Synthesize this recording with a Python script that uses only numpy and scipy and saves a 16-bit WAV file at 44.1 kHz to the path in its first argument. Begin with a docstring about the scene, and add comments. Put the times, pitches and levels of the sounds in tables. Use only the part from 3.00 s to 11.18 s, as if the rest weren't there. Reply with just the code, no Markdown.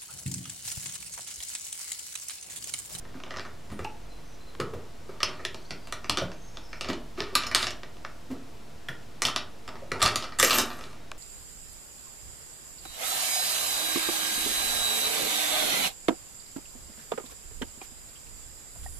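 """In a small hallway, a hooked metal rod works a brass door chain out of its slide.
Knocks (sharp blows with chatter) and rough rattles (showers of clicks: scrapes and clatter after knocks)
shake a door, plate, rod and links, each a set of resonances. Decaying tones make the door boom and
single links ring; at last the chain drops and jingles. Thin gliding squeaks, noise, a hum and a low
drone hang over the quiet room, and decaying noise gives the hallway's reflections."""
import sys
import numpy as np
from scipy import signal
from scipy.io import wavfile

SR = 44100
rng = np.random.default_rng(int(sys.argv[2]) if len(sys.argv) > 2 else 0)


def master_out(mix):
    """Clip the mix to full scale and print it as 16-bit PCM to the path in sys.argv[1]."""
    frames = np.transpose(np.atleast_2d(mix))
    ceiling = np.clip(frames, -1, 1)
    pcm = np.round(ceiling * 32767).astype(np.int16)
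    wavfile.write(sys.argv[1], SR, pcm)


N = 360738   # length in samples


def amp(db):
    """Turn decibels into gain."""
    return 10 ** (np.asarray(db) / 20)


def rms_one(x):
    """Scale a signal to rms 1."""
    return x / np.sqrt(np.mean(x ** 2) + 1e-20)


def at_hz(points, hz):
    """Read a table between its rows on a log-frequency axis."""
    table = np.array(points)
    return np.interp(np.log(hz), np.log(table[:, 0]), table[:, 1])


def span(rows):
    """Give a curve's sample positions, its columns at those positions and a gate that fades both ends."""
    s, *columns = np.transpose(rows)
    at = np.arange(int(s[0] * SR), min(int(s[-1] * SR), N))
    from_end = np.minimum(at - at[0], at[-1] - at)
    gate = np.clip(from_end / (0.0041 * SR), 0, 1)   # fades of 4.1 ms
    return at, [np.interp(at / SR, s, c) for c in columns], gate


def drift(rate_hz):
    """Smooth random movement with rms 1: noise through a two-pole low-pass at the given rate."""
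    step = 40   # computed at every 40th sample, with straight lines between
    r = np.exp(-2 * np.pi * rate_hz * step / SR)
    noise = rng.standard_normal(N // step + 2002)
    slow = signal.lfilter([1], [1, -2 * r, r * r], noise)[2000:]
    return np.interp(np.arange(N) / step, np.arange(len(slow)), rms_one(slow))


def bands():
    """Half-octave band filters, each with its centre in Hz."""
    edges = 22 * 2 ** np.arange(0, 9.6, .5)
    return [(np.sqrt(low * high), signal.butter(2, [low, high], "band", fs=SR, output="sos"))
            for low, high in zip(edges, edges[1:])]


def add(out, s, sound):
    """Mix a short sound in at a time in seconds."""
    i = int(s * SR)
    out[i:i + len(sound)] += sound[:N - i]


# Colour of the steady noise. Each row: pitch in Hz, relative level in dB per Hz.
AIR_COLOUR = [(25, 1), (50, 2.5), (62, 5), (85, 4.5), (160, -2), (250, 0), (400, -3.5), (630, -6),
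              (1000, -10), (2000, -15), (4000, -18), (8000, -23), (13000, -34), (16000, -12)]
# How alike the noise is on both sides. Each row: pitch in Hz, left-right likeness (1 is identical).
AIR_LIKENESS = [(60, 1), (180, 0.21), (550, 0.28), (1650, 0.61), (4970, 0.79), (15000, 0.7)]
# Tones of the hum. Each row: pitch in Hz, average level in dB rms.
HUM_TONES = [(150, -62), (230, -67), (460, -72), (690, -67.5), (916, -79)]
# The gliding low drone. Each row: time in seconds, pitch in Hz, peak level in dB.
DRONE_CURVE = [(0.0, 41.6, -49), (0.45, 41.1, -67), (1.07, 41.5, -46.5), (1.64, 41.0, -57),
               (4.19, 39.4, -48), (5.26, 40.7, -57), (6.17, 43.3, -65), (6.42, 46.3, -71),
               (6.54, 42.2, -60), (8.18, 36.9, -56.5)]
AIR_DB = -49.5   # rms of the noise


def room_air():
    """Steady stereo noise shaped band by band, plus a slightly wavering hum and a low drone."""
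    noise, white = 0, rng.standard_normal((2, 2, N))
    for k, (hz, sos) in enumerate(bands()):
        mid, side = signal.sosfilt(sos, white[k % 2])
        alike = np.clip(at_hz(AIR_LIKENESS, hz), -1, 1)
        gain = amp(at_hz(AIR_COLOUR, hz) + 0.23 * drift(3))
        stereo = np.sqrt(1 + alike) * mid + np.sqrt(1 - alike) * side * [[1], [-1]]
        noise = noise + gain * stereo
    t = np.arange(N) / SR
    tones = np.zeros(N)
    for hz, db in HUM_TONES:
        level = amp(db + 3 + 2.0 * drift(7.9))   # 3 dB turns a sine's rms into its peak
        tones += level * np.sin(2 * np.pi * hz * t + 0.58 * drift(1.9))
    at, (hz, level_db), _ = span(DRONE_CURVE)
    tones[at] += amp(level_db) * np.sin(2 * np.pi * np.cumsum(hz) / SR)
    return amp(AIR_DB) * rms_one(noise) + tones


# How long reflections last. Each row: pitch in Hz, seconds to fall by 60 dB.
HALL_T60 = [(100, 0.45), (300, 0.43), (1000, 0.34), (4000, 0.23), (13000, 0.12)]
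# How little the two sides differ. Each row: pitch in Hz, level of the difference against the middle in dB.
HALL_SIDE = [(100, -19), (1000, -26.5), (4000, -16), (13000, -13.5)]
HALL_DB = -0.5


def hallway(x):
    """Reflections as noise that dies band by band; left and right share most of the tail."""
    t = np.arange(int(.7 * SR)) / SR
    white = rng.standard_normal((2, 2, len(t)))
    tail = 0
    for k, (hz, sos) in enumerate(bands()):
        fall_db = -60 * t / at_hz(HALL_T60, hz)
        mid_side_db = [[0], [at_hz(HALL_SIDE, hz)]]
        tail = tail + signal.sosfilt(sos, white[k % 2]) * amp(fall_db + mid_side_db)
    tail = tail * np.clip(t / 0.0014, 0, 1)   # fades in over 1.4 ms
    tail = tail / np.sqrt(np.sum(tail[0] ** 2))
    mid, side = signal.fftconvolve(x[None], tail, axes=1)[:, :N]
    return amp(HALL_DB) * (mid + side * [[1], [-1]])


# Thin squeaks. Each row: start in seconds, length in seconds, first pitch in Hz, last pitch in Hz,
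# level in dB rms before the swell and the mix, pitch blur in Hz.
SQUEAK_GLIDES = [(.42, .08, 7500, 6700, -72, 100), (.6, 0.11, 7700, 7100, -76, 91),
                 (0.812, 0.12, 5750, 5700, -71, 60), (1.09, 0.1, 4070, 4030, -64.5, 40),
                 (1.244, 0.12, 6000, 5950, -68, 200), (1.406, 0.12, 4050, 4070, -62, 40),
                 (2.33, 0.16, 4320, 4320, -68, 120), (2.55, 0.18, 4500, 4460, -63, 200),
                 (2.75, 0.17, 4800, 4720, -65, 100), (2.617, 0.107, 6050, 5860, -69, 150),
                 (3.325, .3, 6420, 6500, -62.5, 120), (3.6, .22, 6250, 6100, -73, 80),
                 (3.47, 0.45, 5500, 5300, -63, 148), (3.62, 0.28, 5070, 5130, -68, 150),
                 (8.0, 0.1, 3800, 3780, -70, 50)]
SQUEAK_SWELL = 0.26   # power of the sine-shaped swell; lower is flatter


def squeaks():
    """Thin gliding tones: the pitch wanders quickly and the level flutters."""
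    out, wobble, flutter = np.zeros(N), drift(107), rms_one(1.6 + drift(60))
    for s, length_s, first_hz, last_hz, level_db, blur_hz in SQUEAK_GLIDES:
        at = np.arange(int(s * SR), min(int((s + length_s) * SR), N))
        along = np.linspace(0, 1, len(at))
        hz = first_hz + (last_hz - first_hz) * along + blur_hz * wobble[at]
        swell = np.sin(np.pi * along).clip(0) ** SQUEAK_SWELL
        tone = np.sqrt(2) * np.sin(2 * np.pi * np.cumsum(hz) / SR)
        out[at] += swell * amp(level_db) * flutter[at] * tone
    return out


WANDER_HZ = 45.7                     # loose contact blurs every ringing pitch by this width
PAIR_SPLIT, PAIR_DB = 0.0516, -3.5   # a weaker second tone sits this share higher, and the two beat


def rings(rows):
    """Decaying tone pairs (s, dB, Hz, t60 s, rise s); loose contact makes the pitch wander at random."""
    out, t = np.zeros(N), np.arange(SR // 2) / SR
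    for s, db, hz, t60, rise_s in rows:
        wander = np.cumsum(rng.standard_normal(len(t))) * np.sqrt(WANDER_HZ * 2 * np.pi / SR)
        turn = 2 * np.pi * hz * t + wander
        second = np.sin(turn * (1 + PAIR_SPLIT) + rng.uniform(0, 2 * np.pi))
        pair = np.sin(turn) + amp(PAIR_DB) * second
        rise = 1 - np.exp(-t / rise_s)
        add(out, s, amp(db - 60 * t / t60) * rise * pair)
    return out


# Pushes and jolts that set the door panel ringing.
# Each row: start in seconds, level in dB before the rise and the mix, pitch in Hz.
DOOR_THUDS = [(0.151, -37.5, 283), (0.708, -32, 75), (0.719, -33, 249), (.792, -23.5, 455),
              (0.798, -35, 97), (1.598, -23.5, 426), (1.604, -26, 156.5), (1.603, -28, 233),
              (1.734, -25.5, 460), (1.738, -35, 91.6), (2.092, -33, 450), (2.453, -37.5, 406),
              (2.705, -36.5, 151), (3.089, -33, 90), (3.093, -31, 291), (3.176, -29.5, 302),
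              (3.216, -29.5, 155), (3.219, -18.5, 571), (3.881, -38, 132), (3.891, -22.5, 305),
              (4.18, -30.5, 297), (4.198, -39, 110), (4.205, -20, 428), (4.326, -35, 364),
              (5.046, -24, 654), (5.301, -21, 284), (5.309, -38, 85), (5.892, -36, 97), (6.22, -32.5, 448),
              (6.249, -38, 107), (6.918, -29, 94), (6.918, -23, 423), (7.025, -28.5, 97), (7.056, -31, 656),
              (7.399, -54, 69.5), (7.43, -16.5, 463), (7.58, -49, 111), (7.581, -29, 246)]
THUD_T60_S, THUD_DAMPED_HZ = 0.18, 313   # longest ring, for low thuds; halved at this pitch
THUD_RISE_CYCLES = 0.86


def thuds():
    """The door panel starts softly, and the higher it rings the sooner it dies."""
    rows = []
    for s, db, hz in DOOR_THUDS:
        t60 = THUD_T60_S / (1 + (hz / THUD_DAMPED_HZ) ** 2.6)
        rows.append((s, db, hz, t60, THUD_RISE_CYCLES / hz))
    return rings(rows)


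# One link or the rod left ringing. Each row: start in seconds, level in dB before the rise and the mix,
# pitch in Hz, seconds to fall by 60 dB.
LINK_CLINKS = [(.72, -61, 9230, 0.36), (.79, -74, 5730, 0.33), (.848, -24.5, 832, 0.047),
               (0.849, -30.5, 2630, 0.019), (1.603, -33, 1227, 0.17), (2.231, -18, 5170, 0.027),
               (4.355, -18, 1185, 0.054), (4.467, -32, 5130, .06), (5.886, -24.5, 1790, 0.034),
               (5.886, -36.5, 1412, 0.095), (5.885, -27.5, 3290, 0.018), (6.82, -43.5, 579, .2),
               (6.917, -19.5, 1950, 0.013), (6.252, -21.5, 2995, 0.044), (7.03, -28.5, 1170, 0.31)]


def clinks():
    """Struck metal speaks almost at once, with a rise of 0.18 ms, then dies away."""
    return rings([(*clink, .00018) for clink in LINK_CLINKS])


def body(force, modes):
    """Resonances in parallel, scaled so that white force of rms 1 gives rms 1."""
    click = np.eye(1, SR // 4)[0]
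    out, test = 0, 0
    for k, (hz, width, db) in enumerate(modes):
        r = np.exp(-np.pi * width / SR)
        b = amp(db) * (-1) ** k * (1 - r * r) * np.array([1, 0, -1])   # signs alternate
        a = [1, -2 * r * np.cos(2 * np.pi * hz / SR), r * r]
        out = out + signal.lfilter(b, a, force + 1e-18)
        test = test + signal.lfilter(b, a, click)
    return out / np.sqrt(np.sum(test ** 2))


def grains(per_s):
    """Random clicks of uneven size that come in clumps, scaled to rms 1."""
    born = rng.random(N) < per_s * amp(3 * drift(25)) / SR
    size = amp(3.9 * np.minimum(rng.exponential(1, N), 5))
    return rms_one(born * size * rng.choice([-1, 1], N))


# The free end of the chain jingling as it drops. Each row: time in seconds, level in dB before the mix.
JINGLE_CURVE = [(7.41, -50), (7.43, -35), (7.48, -42), (7.545, -35), (7.6, -34), (7.65, -55), (7.78, -66)]
# The ring of the chain end. 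Each row: pitch in Hz, width in Hz, relative level in dB.
CHAIN_END_MODES = [(12700, 400, 0)]


def jingle():
    """Loose links tap the chain end and keep its high note going; ringing twice keeps the note narrow."""
    at, (level_db,), gate = span(JINGLE_CURVE)
    once = body(grains(per_s=900.), CHAIN_END_MODES)
    note, out = body(once, CHAIN_END_MODES), np.zeros(N)
    out[at] = gate * amp(level_db) * rms_one(note[at])
    return out


# Rough rattle of door and metal: scrapes, and the short clatter that follows a knock.
# Each row: time of full force in seconds, swell in seconds, hold in seconds,
# then relative levels in dB for plate and rod together, the door, and the links.
ROUGH_RATTLES = [(0.156, .03, 0.18, -74, -56, -80), (0.396, .12, .01, -48, -43, -55),
                 (0.803, .1, .01, -60, -61, -59), (1.608, .005, 0.017, -53, -36, -66),
                 (1.742, .005, 0.02, -66, -39.5, -74), (2.122, .08, 0.024, -78, -45, -78),
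                 (2.28, 0.013, 0.011, -33.5, -31, -51), (3.18, .01, .02, -34, -32, -60),
                 (3.854, 0.077, 0.046, -36.5, -34.5, -66), (4.199, 0.044, 0.0081, -28.5, -53, -53),
                 (4.389, 0.093, 0.033, -29, -49, -46), (4.564, 0.0093, 0.062, -29.5, -49, -37),
                 (5.297, .005, .03, -55, -44, -76), (6.248, .02, .02, -30.5, -46, -37),
                 (6.684, 0.022, .01, -60, -36, -67), (6.929, .005, 0.023, -47, -29.5, -64),
                 (7.052, 0.088, 0.0088, -21.5, -26, -31), (7.197, 0.012, .01, -33.5, -40, -43),
                 (7.41, .015, 0.19, -25, -29, -28), (7.73, .05, 0.2, -48.5, -56, -55.5)]
RATTLE_SWELL_DB, RATTLE_FALL_DB_PER_S = 29, 196   # gained during the swell; lost after the hold


def rattling():
    """Rough grains of force on door, plate, rod and links, each shower with a swell, a hold and a fade."""
    level, t = np.zeros((4, N)), np.arange(N) / SR
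    for s, swell_s, hold_s, metal_db, door_db, links_db in ROUGH_RATTLES:
        at = slice(max(int((s - .2) * SR), 0), int((s + hold_s + .4) * SR))
        swell_db = RATTLE_SWELL_DB * (t[at] - s) / max(swell_s, 1 / 500)
        fall_db = RATTLE_FALL_DB_PER_S * (s + hold_s - t[at])
        shape_db = np.minimum(0, np.minimum(swell_db, fall_db))
        parts_db = np.array([[door_db - 11], [metal_db - 13.5], [metal_db - 16.0], [links_db - 11]])
        level[:, at] += amp(shape_db + parts_db)
    return level * grains(per_s=1300.)


# Hook or chain on the plate. Each row: start in seconds, strength in dB, share of the plate in dB,
# share of the links in dB, share sent round the hallway in dB.
PLATE_KNOCKS = [(0.0516, -48, 0.5, -25, -1), (0.1423, -48.5, 2, -28, 2), (0.1707, -48, 2, -31, -5),
                (0.2017, -37.5, 1, -32, -6), (0.2363, -28.5, -10, -37, -6), (0.263, -45, -4, -32, 8),
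                (0.307, -29.5, -8.5, -33, 1), (0.34, -33.5, -3.5, -33, 1), (0.3623, -31, -3, -34, -3),
                (0.37, -25, -13.5, -38, -2), (0.3849, -30.5, -4, -37, -2), (0.3954, -25, -12, -34, -9),
                (0.4052, -33, -6.5, -26, 0.5), (0.4507, -36, 0, -27, 1.5), (0.7018, -41.5, -4, -16, 1),
                (0.717, -39.5, -5, -13, -2), (0.7916, -41.5, 4.5, -8, 0.5), (0.8455, -29, -19, -12.5, -12),
                (1.5506, -38, -2, -20, -21), (1.6008, -25, -5.5, -12.5, -3), (1.6125, -34, 1, -34, -17),
                (1.7362, -44.5, 4.5, -31, -1), (2.091, -53, 0.5, -22, 7), (2.2038, -27.5, -4.5, -21, 1),
                (2.2308, -6.5, -14.5, -20, -3.5), (2.3928, -46.5, 1.5, -30, 10.5),
                (2.4506, -13, -15, -18, -4), (2.5451, -25.5, -16, -17, -3), (2.707, -21.5, -8, -22, 0),
                (2.8722, -32.5, -12, -16, 0), (2.9242, -16, -11, -15, -2.5), (3.044, -27, -8.5, -35, -1.5),
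                (3.0964, -5.5, -20, -18, -3), (3.1723, -10.5, -15.5, -21.5, 0),
                (3.1854, -19, -12, -38, 0.5), (3.3168, -29, -12, -32, -2.5), (3.571, -25.5, -18, -29, -4.5),
                (3.7301, -28.5, -6.5, -39, -1.5), (3.8098, -19, -15.5, -16.5, 0),
                (3.8452, -26, -13, -30, -1), (3.8871, -21.5, -13, -26, 3.5), (3.9003, -23, -7, -22, -4),
                (3.9318, -22.5, -14, -26, -2), (4.1768, -36, -4.5, -26, 4),
                (4.2043, -13.5, -15.5, -34, -11), (4.353, -3, -16, -11.5, -2),
                (4.4357, -19.5, -22, -32, -2), (4.4681, -25, -8.5, -7, -0.5), (4.5137, -23, -6, -19, 2.5),
                (4.548, -3.5, -17.5, -12, -2.5), (4.559, -15, -10, -17, -1.5), (4.628, -11, -18, -28, -1.5),
                (4.6416, -18, -13, -23, -9), (4.6685, -14, -12.5, -24, 0), (4.7062, -25.5, -18, -13, -2),
                (4.8329, -28, -9, -42, -4), (4.969, -42, -19, -28, -13), (5.0488, -28, -2, -42, -5.5),
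                (5.8859, -32, -10, -8.5, 0), (6.2199, -12.5, -10, -7.5, 0), (6.2518, -9, -22, -17, 0.5),
                (6.269, -26, -23, 0, -10), (6.2845, -20, -11.5, -18, -0.5), (6.3614, -7, -13, -26, -2.5),
                (6.6779, -32.5, -3, -10, -0.5), (6.6895, -31.5, -5, -25, -9), (6.755, -41, 4.5, -31, 0),
                (6.9182, -17.5, -1.5, -17.5, -3.5), (7.0057, -25, -7, -22, 2), (7.0175, -13, -11, -15, 6),
                (7.0266, -6, -17.5, -9.5, -2), (7.0603, -5.5, -21, -20, -1), (7.0779, -18, -6, -10, -3),
                (7.1581, -10, -12.5, -12.5, -2), (7.224, -24.5, -31, -23, 1.5),
                (7.2407, -27.5, -7.5, -25, 1.5), (7.322, -35.5, -4.5, -26, 1), (7.3869, -24, -7, -2, 11.5),
                (7.3985, -8, -9, -3.5, -0.5), (7.428, -5, -11.5, -4.5, -1), (7.4479, -9.5, -10, -5, -2),
                (7.474, -15.5, -15, -14, 0), (7.4978, -11.5, -15, -15, -12), (7.5068, -12, -9.5, -8.5, 5.5),
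                (7.5299, -15, -7, -22, -4), (7.5424, -18.5, -23, -9, 7), (7.5851, -9.5, -13.5, -7.5, 2.5),
                (7.7031, -31, -5.5, -25, -1.5), (7.7144, -34.5, -4.5, -21, 3.5), (7.7891, -42, -5, -8, 4),
                (7.8102, -34.5, -7, -13, -0.5), (7.8391, -29.5, -13, -26, -2.5),
                (7.9302, -44, -6, -15, -11), (8.1161, -27.5, -4, -13, -23)]
ROD_SHARE_DB = -9.5
DOOR_DB, DOOR_FOLLOWS = -30, 0.49   # door level under a 0 dB knock; dB it follows per dB of strength


def knocking():
    """Each knock is one sharp blow and a few milliseconds of chatter; direct and hallway-bound forces."""
    force, t = np.zeros((2, 4, N + SR)), np.arange(SR // 25) / SR
    t60 = np.array([[.03], [.015], [.01], [.008]])   # the contact lasts longer on the heavier parts
    contact = rng.standard_normal((len(PLATE_KNOCKS), 4, len(t))) * amp(-60 * t / t60 + 1)
    contact[:, :, 0] = amp([24.3, 13.5, 17.1, 11.0])   # the blow on door, plate, rod and links
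    for (s, knock_db, plate_db, links_db, sent_db), burst in zip(PLATE_KNOCKS, contact):
        i = int(s * SR)
        door_db = DOOR_DB + DOOR_FOLLOWS * knock_db
        parts_db = [door_db, knock_db + plate_db, knock_db + ROD_SHARE_DB, knock_db + links_db]
        direct_and_sent = amp([[[0]], [[sent_db]]])
        force[:, :, i:i + len(t)] += direct_and_sent * amp(parts_db)[:, None] * burst
    return force[:, :, :N]


# Heavily damped resonances of the door panel, slide plate, rod and chain links.
# Each row: pitch in Hz, width in Hz, relative level in dB.
DOOR_MODES = [(90, 66, -2), (141, 21, -9.5), (235.5, 62, -3.5), (306, 29, 0.5), (376, 110, -1.5),
              (612, 58, 2.5), (930, 570, -3.5)]
PLATE_MODES = [(1130, 190, 6.4), (1510, 236, 3.8), (1776, 202, 4.5), (2346, 290, 0.075)]
ROD_MODES = [(2875, 570, -0.89), (3610, 530, 0.23), (4240, 800, -1.1), (5060, 750, 1), (5510, 1380, -3.9)]
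LINK_MODES = [(6400, 2300, 1), (9450, 8400, -3), (12460, 2700, -5), (14400, 1400, -28.5)]
# Where each part's treble is cut. One column: cutoff in Hz, for door, plate, rod and links in turn.
PART_TOPS = [1300, 3500, 7000, 17000]


def metalwork():
    """Knocks and rattles shake the four resonant parts: direct sound and what feeds the hallway."""
    force = knocking() + rattling()
    out = 0
    for k, modes in enumerate([DOOR_MODES, PLATE_MODES, ROD_MODES, LINK_MODES]):
        top = signal.butter(3, min(PART_TOPS[k], .45 * SR), fs=SR, output="sos")
        out = out + signal.sosfilt(top, body(force[:, k], modes))
    return out


def scene():
    """Everything at the door, its reflections and the room's steady sound."""
    tones = thuds() + clinks() + jingle() + squeaks()
    direct, sent = metalwork() + tones * amp([[1.5], [-4]])
    balance = amp([[-.2], [.2]])   # left, right
    return (direct + hallway(sent)) * balance + room_air()


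CUTOFF_HZ, OFFSET = 16800, 0.01


def record(dry):
    """Peaks are rounded, the top is cut and a small steady offset is added."""
    rounded = .9 * np.tanh(dry / .9)
    low_pass = signal.cheby2(12, 70, CUTOFF_HZ, fs=SR, output="sos")
    return signal.sosfilt(low_pass, rounded) + OFFSET


dry = scene()
out = record(dry)
master_out(out)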